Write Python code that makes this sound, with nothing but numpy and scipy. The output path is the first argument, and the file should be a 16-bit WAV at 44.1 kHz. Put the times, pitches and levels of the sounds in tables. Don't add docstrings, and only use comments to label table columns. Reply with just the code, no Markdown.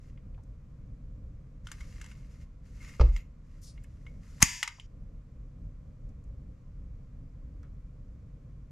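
import sys
import numpy as np
from scipy import signal
from scipy.fft import rfft, irfft, next_fast_len
from scipy.io import wavfile
from scipy.ndimage import map_coordinates

SR = 44100
rng = np.random.default_rng(int(sys.argv[2]) if len(sys.argv) > 2 else 0)


def master(y):
    cut = np.clip(np.atleast_2d(y).T, -1, 1)
    pcm = np.round(cut * 32767)
    wavfile.write(sys.argv[1], SR, pcm.astype(np.int16))


N = 384111
TIME_S = np.arange(N) / SR
RING_TIME_S = np.arange(SR) / SR


def amp(db):
    return 10 ** (np.asarray(db) / 20)


def unit(x):
    return x / np.sqrt(np.mean(x ** 2) + 1e-20)


def along(points, hz):
    f, v = np.transpose(points)
    return np.interp(np.log(hz + 1), np.log(f + 1), v)


def wobble(rate):
    knots = rng.standard_normal(int(N * rate / SR) + 4)
    return map_coordinates(knots, [np.arange(N) * rate / SR])


def filtered(x, response):
    n = x.shape[-1]
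    padded = next_fast_len(n + 8192)
    spectrum = rfft(x, padded) * response(np.fft.rfftfreq(padded, 1 / SR))
    return irfft(spectrum, padded)[..., :n]


def smooth(points):
    return lambda hz: amp(along(points, hz))


def peaked(peaks):
    def response(hz):
        power = sum((amp(db) * hz * w) ** 2 / ((c * c - hz * hz) ** 2 + (hz * w) ** 2) for c, w, db in peaks)
        return np.sqrt(power)
    return response


def noise(colour, alike, size):
    turn = lambda hz: np.arccos(np.clip(along(alike, hz), -1, 1)) / 2
    shares = lambda hz: colour(hz) * [np.cos(turn(hz)), np.sin(turn(hz))]
    mid, side = filtered(rng.standard_normal((2, size)), shares)
    return unit(np.array([mid + side, mid - side]))


def fade(t60, t=RING_TIME_S):
    return np.exp(-np.log(1000) * t / t60)


# pitch_hz, correlation (no unit)
DIRECT_CORRELATION = [(300, 0.65), (6000, 0.86), (12000, 0.7323)]


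def burst(colour, t60, rise=0.00019, size=8192):
    t = RING_TIME_S[:size]
    shape = fade(t60, t) * (1 - np.exp(-t / rise))
    shaped = noise(colour, DIRECT_CORRELATION, size) * shape
    return unit(shaped) * np.sqrt(np.mean(shape ** 2))


def dying(x, t60s):
    hz, t, z = signal.stft(x, SR, nperseg=256)
    damped = z * fade(along(t60s, hz)[:, None], t)
    return signal.istft(damped, SR, nperseg=256)[1][:, :x.shape[-1]]


def struck(peaks, scatter_db=2.0, size=8192):
    t = RING_TIME_S[:size]
    ring = 0
    for k, (hz, width, db) in enumerate(peaks):
        strength = amp(db + scatter_db * rng.standard_normal()) * width * (-1) ** k
        ring = ring + strength * np.exp(-np.pi * width * t) * np.sin(2 * np.pi * hz * t)
    return ring / np.abs(ring).max()


def stroke(s, length, attack, release_t60, sag_db_per_s=0):
    t = np.maximum(TIME_S - s, 0)
    swell = (1 - np.exp(-t / attack)) ** 2
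    return swell * amp(-sag_db_per_s * t) * fade(release_t60, np.maximum(t - length, 0))


def add(track, s, sound):
    part = track[:, round(s * SR):][:, :sound.shape[-1]]
    part += sound[..., :part.shape[1]]


# pitch_hz, relative level_db_per_hz
SKID_SPECTRUM = [(150, -3.5), (480, -19), (780, 3), (1300, 0), (3300, -11), (6700, -5), (9000, -12),
                 (12500, -15), (15000, -33)]
# start_s, relative level_db, t60_s
SKID_STAGES = [(4.404, -43.5, 0.14), (4.415, -35, 0.06), (4.4211, -16.5, 0.039), (4.4236, -19, 0.025)]
# start_s, relative level_db
CATCH_SLAMS = [(4.4261, 0.5), (4.4266, -1), (4.4283, -6.5), (4.4303, -11)]
# pitch_hz, width_hz, relative level_db
CATCH_MODES = [(2025, 240, -9.5), (2720, 260, -7.5), (4850, 170, -8.5), (5330, 220, -4.5), (5720, 260, -5),
               (6340, 140, -2), (6680, 190, 1.5), (7300, 220, 0), (7996, 180, -8), (9050, 270, -7),
               (10800, 350, -10), (12190, 380, -15)]
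# pitch_hz, width_hz, relative level_db
FRAME_MODES = [(907, 22, -10), (1230.3, 77, -8), (1522, 88, -12.5), (1898, 160, -2.5), (2110, 57, -1.5),
               (2360, 120, -6.5), (2800, 66, -6.5), (3010, 65, -7), (3257, 51, -8.5), (3935, 62, -10),
               (5000, 230, -13), (7260, 215, -19)]


def snap(rattle_db=-19, rattle_t60=0.051, push_db=-11.0, push_width_s=.0015, push_lag_s=0.005,
         frame_db=-17, frame_lag_s=.0032):
    out = np.zeros((2, N))
    for s, db, t60 in SKID_STAGES:
        add(out, s, amp(db) * burst(smooth(SKID_SPECTRUM), t60))
    for s, db in CATCH_SLAMS:
        add(out, s, amp(db) * struck(CATCH_MODES, scatter_db=3.5))
    out = filtered(out, smooth([(200, 0.5), (550, -7), (1000, -0.5), (12000, -2.0), (14000, -9)]))
    home_s = CATCH_SLAMS[0][0]
    add(out, home_s, amp(rattle_db) * burst(peaked(CATCH_MODES), rattle_t60))
    add(out, home_s + frame_lag_s, amp(frame_db) * struck(FRAME_MODES))
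    push = np.exp(-((RING_TIME_S - push_lag_s) / push_width_s) ** 2)
    push = signal.lfilter(*signal.butter(1, 40, "highpass", fs=SR), push)
    add(out, home_s, amp(push_db) * amp([[-4], [4]]) * push)
    return out


# pitch_hz, relative level_db_per_hz
COIL_SPECTRUM = [(850, -24), (930, 1), (1050, -14), (1300, -16.5), (1680, -7), (1760, 1), (2800, 0),
                 (3200, -4), (4350, -12), (4780, 4), (5050, -6), (5420, 3), (5900, -3), (6900, 4),
                 (7900, -6), (9100, -5.5), (9700, -16.5), (12400, -14), (14500, -30)]
# pitch_hz, relative level_db
SPRING_TONES = [(985, -55), (1750, -53.5), (1928, -57), (2062, -55), (2245, -55), (2584, -56), (2840, -58),
                (4818, -55), (5405, -53), (6702, -56), (6946, -54)]
# pitch_hz, t60_s
SPRING_DECAY = [(1000, 0.72), (2200, .75), (5500, 0.86), (8000, .62), (12000, .58)]
# pitch_hz, width_hz, relative level_db
TUBE_MODES = [(868, 26, -1), (953, 8.9, 1)]
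DAMP_S, DAMP_LENGTH_S, DAMP_DB = 4.629, 0.069, -5.5


def spring(s=4.428, coils_db=-33.8, scatter_db=3, tones_db=5, tube_db=-42, count=420):
    t = RING_TIME_S[:SR // 2]
    order = (np.arange(count) + rng.random(count)) / count
    hz = np.interp(order, [0, 1], np.sqrt([COIL_SPECTRUM[0][0], COIL_SPECTRUM[-1][0]])) ** 2
    size = smooth(COIL_SPECTRUM)(hz) * np.sqrt(np.sqrt(hz)) * amp(scatter_db * rng.standard_normal(count))
    phase = rng.random((count, 1)) + .04 * rng.standard_normal((2, count, 1))
    modes = size[:, None] * np.sin(2 * np.pi * (hz[:, None] * t + phase))
    crowd = unit(np.sum(modes, axis=1))
    tones = sum(amp(db + tones_db) * np.sin(2 * np.pi * (f * t + rng.random())) for f, db in SPRING_TONES)
    out = np.zeros((2, N))
    add(out, s, dying(amp(coils_db) * crowd + tones, SPRING_DECAY))
    pressed = np.clip((TIME_S - DAMP_S) / DAMP_LENGTH_S, 0, 1)
    out = out * amp(DAMP_DB * pressed)
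    add(out, DAMP_S, amp(tube_db) * struck(TUBE_MODES))
    return out


# start_s, level_db, low_body_db, bright_edge_db,
# lower_note_hz, upper_note_hz, rod_ping_db, frame_db
CONTACTS = [(0.1755, -52.5, -13, -36, 2180, 2470, -22, -9), (1.6705, -31, -15, -14.5, 1430, 3100, -30, -17),
            (1.687, -48, -5, -18, 1500, 3200, -20, -12), (1.716, -34, -8.5, -11.5, 1620, 1810, -19, -8.5),
            (1.8074, -43.5, -4.5, -14.5, 2100, 3050, -6.5, -12),
            (2.014, -38.5, -11, -11, 1670, 2750, -9, -12), (2.0423, -48, -4.5, -14, 2180, 2680, -26, -4),
            (2.0616, -47.5, -4, -12, 2120, 2750, -22, -9), (2.115, -43, -12, -18, 1490, 2670, -20, -11),
            (3.1633, -33, -13.5, -18.5, 2140, 2630, -22, -9.5),
            (3.778, -48, -10, -30, 2180, 2850, -14, -13), (3.843, -51, -10, -43, 1760, 2600, -14, -12),
            (4.0659, -44, -11, -25, 2250, 2920, -4, -11), (4.629, -10.5, -12, -15, 2010, 2900, -29, -16),
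            (4.6766, -24.5, -7.5, -16, 2090, 5300, -25, -9),
            (4.7985, -35.5, -24, -18, 3100, 3060, -25, -15)]
# pitch_hz, relative level_db_per_hz
CLACK_SPECTRUM = [(450, -31), (900, -7), (2300, -3.5), (3000, -5), (3900, -12), (5400, -12.5), (6900, -5.5),
                  (9000, -14), (12500, -24.5), (15000, -46.5)]
# pitch_hz, width_hz, relative level_db
ROD_PING_MODES = [(2136, 66, -4), (2210, 20, 1)]


def clicks(crack_t60=0.0336, crack_db=1, lower_db=-6, upper_db=-8.0, note_q=15, shiver_db=-13,
           shiver_t60=0.13, rebound_s=0.0078, rebound_db=-5, lead=256):
    out = np.zeros((2, N))
    for s, db, low_db, edge_db, lower_hz, upper_hz, rod_db, frame_db in CONTACTS:
        crack = amp(crack_db) * burst(smooth(CLACK_SPECTRUM), crack_t60, rise=0.00039)
        hit = amp(frame_db) * (crack + struck(FRAME_MODES))
        hit += amp(lower_db) * struck([(lower_hz, lower_hz / note_q, 0)])
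        hit += amp(upper_db) * struck([(upper_hz, upper_hz / note_q, 0)])
        hit += amp(rod_db) * struck(ROD_PING_MODES)
        hit += amp(frame_db + shiver_db) * burst(peaked(FRAME_MODES), shiver_t60, rise=0.003)
        rebound = amp(frame_db + rebound_db) * struck(FRAME_MODES, scatter_db=5)
        add(hit, rebound_s * rng.uniform(.7, 1.6), rebound)
        tilt = [(350, -45), (600, -28), (900, low_db + 12.0), (1500, low_db + 11.0), (2200, -1.0),
                (3100, 0.5), (5500, edge_db + 17.5), (13000, 1.77 * edge_db + 25.0)]
        padded = np.hstack([np.zeros((2, lead)), hit])
        add(out, s - lead / SR, amp(db) * filtered(padded, smooth(tilt)))
    return out


# start_s, length_s, time_to_gather_speed_s, rasp_db, singing_db (where it binds)
RUBBING_STROKES = [(0, .1, 0.0042, -77, -84), (1.628, 0.36, 0.022, -65.5, -76),
                   (1.991, 0.13, 0.0097, -66, -69.5), (2.116, .31, 0.022, -72.5, -79),
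                   (2.622, 0.28, 0.026, -70, -80), (2.776, 0.14, 0.051, -61, -57.5),
                   (2.923, 0.18, 0.0079, -68, -76), (3.118, 0.054, 0.014, -63.5, -57.5),
                   (3.403, 0.83, 0.041, -78, -91), (4.207, 0.26, 0.031, -66, -94)]
# pitch_hz, relative level_db_per_hz
RASP_SPECTRUM = [(700, -26), (950, -11), (1300, -7.5), (2000, -9.5), (2800, -14), (3600, -17),
                 (5000, -11.5), (7000, -11.5), (8400, -20), (12400, -24), (15000, -48)]
# pitch_hz, width_hz, relative level_db
SINGING_MODES = [(2140, 80, 0), (2650, 160, -6.5), (6810, 90, -11)]
STROKE_SAG_DB_PER_S, STROKE_RELEASE_T60_S = 2.5, .2


def scrapes(grain_db=1.03, judder_db=1.4, bind_db=2.0, slips_per_s=130, slips_db=-5):
    rubbing = binding = 0
    for s, length, attack, rasp_db, sing_db in RUBBING_STROKES:
        rub = stroke(s, length, attack, STROKE_RELEASE_T60_S, STROKE_SAG_DB_PER_S)
        rubbing = rubbing + amp(rasp_db) * rub
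        binding = binding + amp(sing_db) * rub
    grain = amp(grain_db * wobble(300) + judder_db * wobble(45))
    slips = rng.standard_normal(N) * (rng.random(N) < slips_per_s / SR)
    ticking = unit(signal.fftconvolve(slips, struck(FRAME_MODES))[:N])
    rasp = rubbing * (noise(smooth(RASP_SPECTRUM), DIRECT_CORRELATION, N) + amp(slips_db) * ticking)
    colour = lambda hz: peaked(SINGING_MODES)(hz) * np.minimum(hz / SINGING_MODES[0][0], 1)
    song = binding * amp(bind_db * wobble(45)) * noise(colour, DIRECT_CORRELATION, N)
    return grain * (rasp + song)


def ping(s=3.162, db=-69, hz=13120, width_hz=180, t60=0.18):
    out = np.zeros((2, N))
    add(out, s, amp(db) * burst(lambda f: peaked([(hz, width_hz, 0)])(f) ** 2, t60))
    return out


# pitch_hz, relative level_db_per_hz
SKIN_SPECTRUM = [(1700, -41), (2900, -18), (3900, -14), (5000, -4), (6300, 3), (8150, -5), (12800, -7.5),
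                 (15500, -30)]
PALM_S, PALM_LENGTH_S, PALM_DB, PALM_ATTACK_S, PALM_RELEASE_T60_S = 3.611, 0.088, -59.3, .007, 0.16


def palm(grain_db=1.5, fall=.8):
    turn = np.clip((TIME_S - PALM_S) / PALM_LENGTH_S, 0, 1) * np.pi / 2
    fast = noise(smooth(SKIN_SPECTRUM), DIRECT_CORRELATION, N)
    slow = noise(lambda hz: smooth(SKIN_SPECTRUM)(hz / fall), DIRECT_CORRELATION, N)
    brush = stroke(PALM_S, PALM_LENGTH_S, PALM_ATTACK_S, PALM_RELEASE_T60_S)
    swish = np.cos(turn) * fast + np.sin(turn) * slow
    return amp(PALM_DB + grain_db * wobble(200)) * brush * swish


# start_s, relative level_db, pitch_hz, t60_s
SOFT_TICKS = [(0.344, -63, 2480, .03), (0.377, -59, 794, 0.097), (0.434, -68, 6800, 0.037),
              (3.837, -57, 7700, 0.034), (4.784, -53, 843, 0.047), (6.089, -69, 6000, .03),
              (6.239, -68, 6460, .03), (7.6294, -67, 5480, .035), (7.63, -62.5, 1387, 0.15)]


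def taps():
    out = np.zeros((2, N))
    for s, db, hz, t60 in SOFT_TICKS:
        pad = peaked([(hz, 0.65 * hz, 0)])
        add(out, s, amp(db) * burst(lambda f: pad(f) ** 2, t60, rise=0.00092))
    return out


# start_s, woody_knock_db, dull_puff_db
FLOOR_CONTACTS = [(2.997, -21, -35), (3.0012, -33, -39), (3.0098, -25, -25), (3.0128, -27, -26.5)]
# pitch_hz, width_hz, relative level_db
KNOCK_MODES = [(487, 60, 6), (916, 76, -4), (1130, 70, -3), (1314, 88, -2.5), (2350, 91, -21)]
# pitch_hz, relative level_db_per_hz
THUD_SPECTRUM = [(170, -3), (290, -17), (510, 3), (728, -9), (928, -9), (1350, -13.5), (1640, -18.5),
                 (2620, -15), (3300, -26), (5250, -21), (12000, -63), (22000, -120)]
# pitch_hz, relative level_db, t60_s
PANEL_MODES = [(37.94, -15.5, 0.92), (57.63, -8.5, 0.384), (113, -20.5, 0.22), (336, -36, 0.28),
               (479, -32, 0.2), (551, -40, 0.18)]


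def bump(s=3.0025, panel_db=0.0, puff_t60=0.036, tail_db=-40, tail_t60=0.28, settled_after_s=0.167, rise_s=0.0045):
    out = np.zeros((2, N))
    for start, knock_db, puff_db in FLOOR_CONTACTS:
        knock = amp(knock_db) * struck(KNOCK_MODES)
        add(out, start, knock + amp(puff_db) * burst(smooth(THUD_SPECTRUM), puff_t60))
    add(out, s, amp(tail_db) * burst(smooth(THUD_SPECTRUM), tail_t60))
    boom = sum(amp(db) * np.sin(2 * np.pi * hz * RING_TIME_S) * fade(t60) for hz, db, t60 in PANEL_MODES)
    free = np.clip((settled_after_s - RING_TIME_S) / 0.041 + 1, 0, 1)
    add(out, s, amp(panel_db) * boom * free * (1 - np.exp(-RING_TIME_S / rise_s)))
    return out


# pitch_hz, t60_s
WALL_DECAY = [(200, .3), (2000, .3), (6000, 0.13), (12000, 0.19)]
# pitch_hz, correlation (no unit)
DIFFUSE_CORRELATION = [(90, 1), (200, 0.95), (800, 0.46), (2500, 0.54), (6000, 0.46), (12000, .2)]


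def walls(x):
    colour = smooth([(150, -8.5), (800, -1), (3000, 2.0), (12000, -2.5)])
    tail = dying(noise(colour, DIFFUSE_CORRELATION, SR // 2), WALL_DECAY)
    return signal.fftconvolve(x, tail / np.linalg.norm(tail[0]), axes=1)[:, :N]


# pitch_hz, relative level_db_per_hz
RUMBLE_SPECTRUM = [(15, -15.5), (27, -3), (42, 0), (80, -9), (140, -11), (200, -20), (280, -24), (355, -37),
                   (510, -31.5), (790, -47), (1200, -76.5)]
# pitch_hz, relative level_db_per_hz
HISS_SPECTRUM = [(470, -35), (800, -10.5), (1050, 0), (1710, -9), (2380, -9.5), (2630, -14.5),
                 (3710, -18.5), (6930, -18), (11000, -34), (12600, -29), (15000, -42)]
# centre_s, width_s, level_db
RUMBLE_LULLS = [(.1, .25, -1), (3.4, .3, -2.5), (4.68, .2, -8)]


def background(rumble_db=-45.0, hiss_db=-76, flutter_db=1.33):
    lull_db = sum(db * np.exp(-((TIME_S - s) / width) ** 2) for s, width, db in RUMBLE_LULLS)
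    level = amp(rumble_db + lull_db + flutter_db * wobble(12))
    rumble = level * noise(smooth(RUMBLE_SPECTRUM), DIFFUSE_CORRELATION, N)
    return rumble + amp(hiss_db) * noise(smooth(HISS_SPECTRUM), DIFFUSE_CORRELATION, N)


# pitch_hz, left_minus_right_db
STEREO_BALANCE = [(60, 0), (400, -1), (2000, 1.5), (6000, 1.5), (12000, 5.5)]
STOP_S = 4.868


def scene(wet_db=-15, left_lag_s=.000012):
    gun = snap() + spring() + clicks() + scrapes() + ping() + palm() + bump()
    balance = lambda hz: amp(np.outer([.5, -.5], along(STEREO_BALANCE, hz)))
    gun = filtered(gun + amp(wet_db) * walls(gun), balance)
    sounding = np.clip((STOP_S - TIME_S) / 0.0066, 0, 1)
    lag = lambda hz: np.exp(-1j * np.pi * left_lag_s * np.outer([1, -1], hz))
    return filtered(gun * sounding + taps() + background(), lag)


def record(dry, top_hz=15300):
    return filtered(np.clip(dry, -1, 1), lambda hz: 1 / (1 + (hz / top_hz) ** 80))


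dry = scene()
out = record(dry)
master(out)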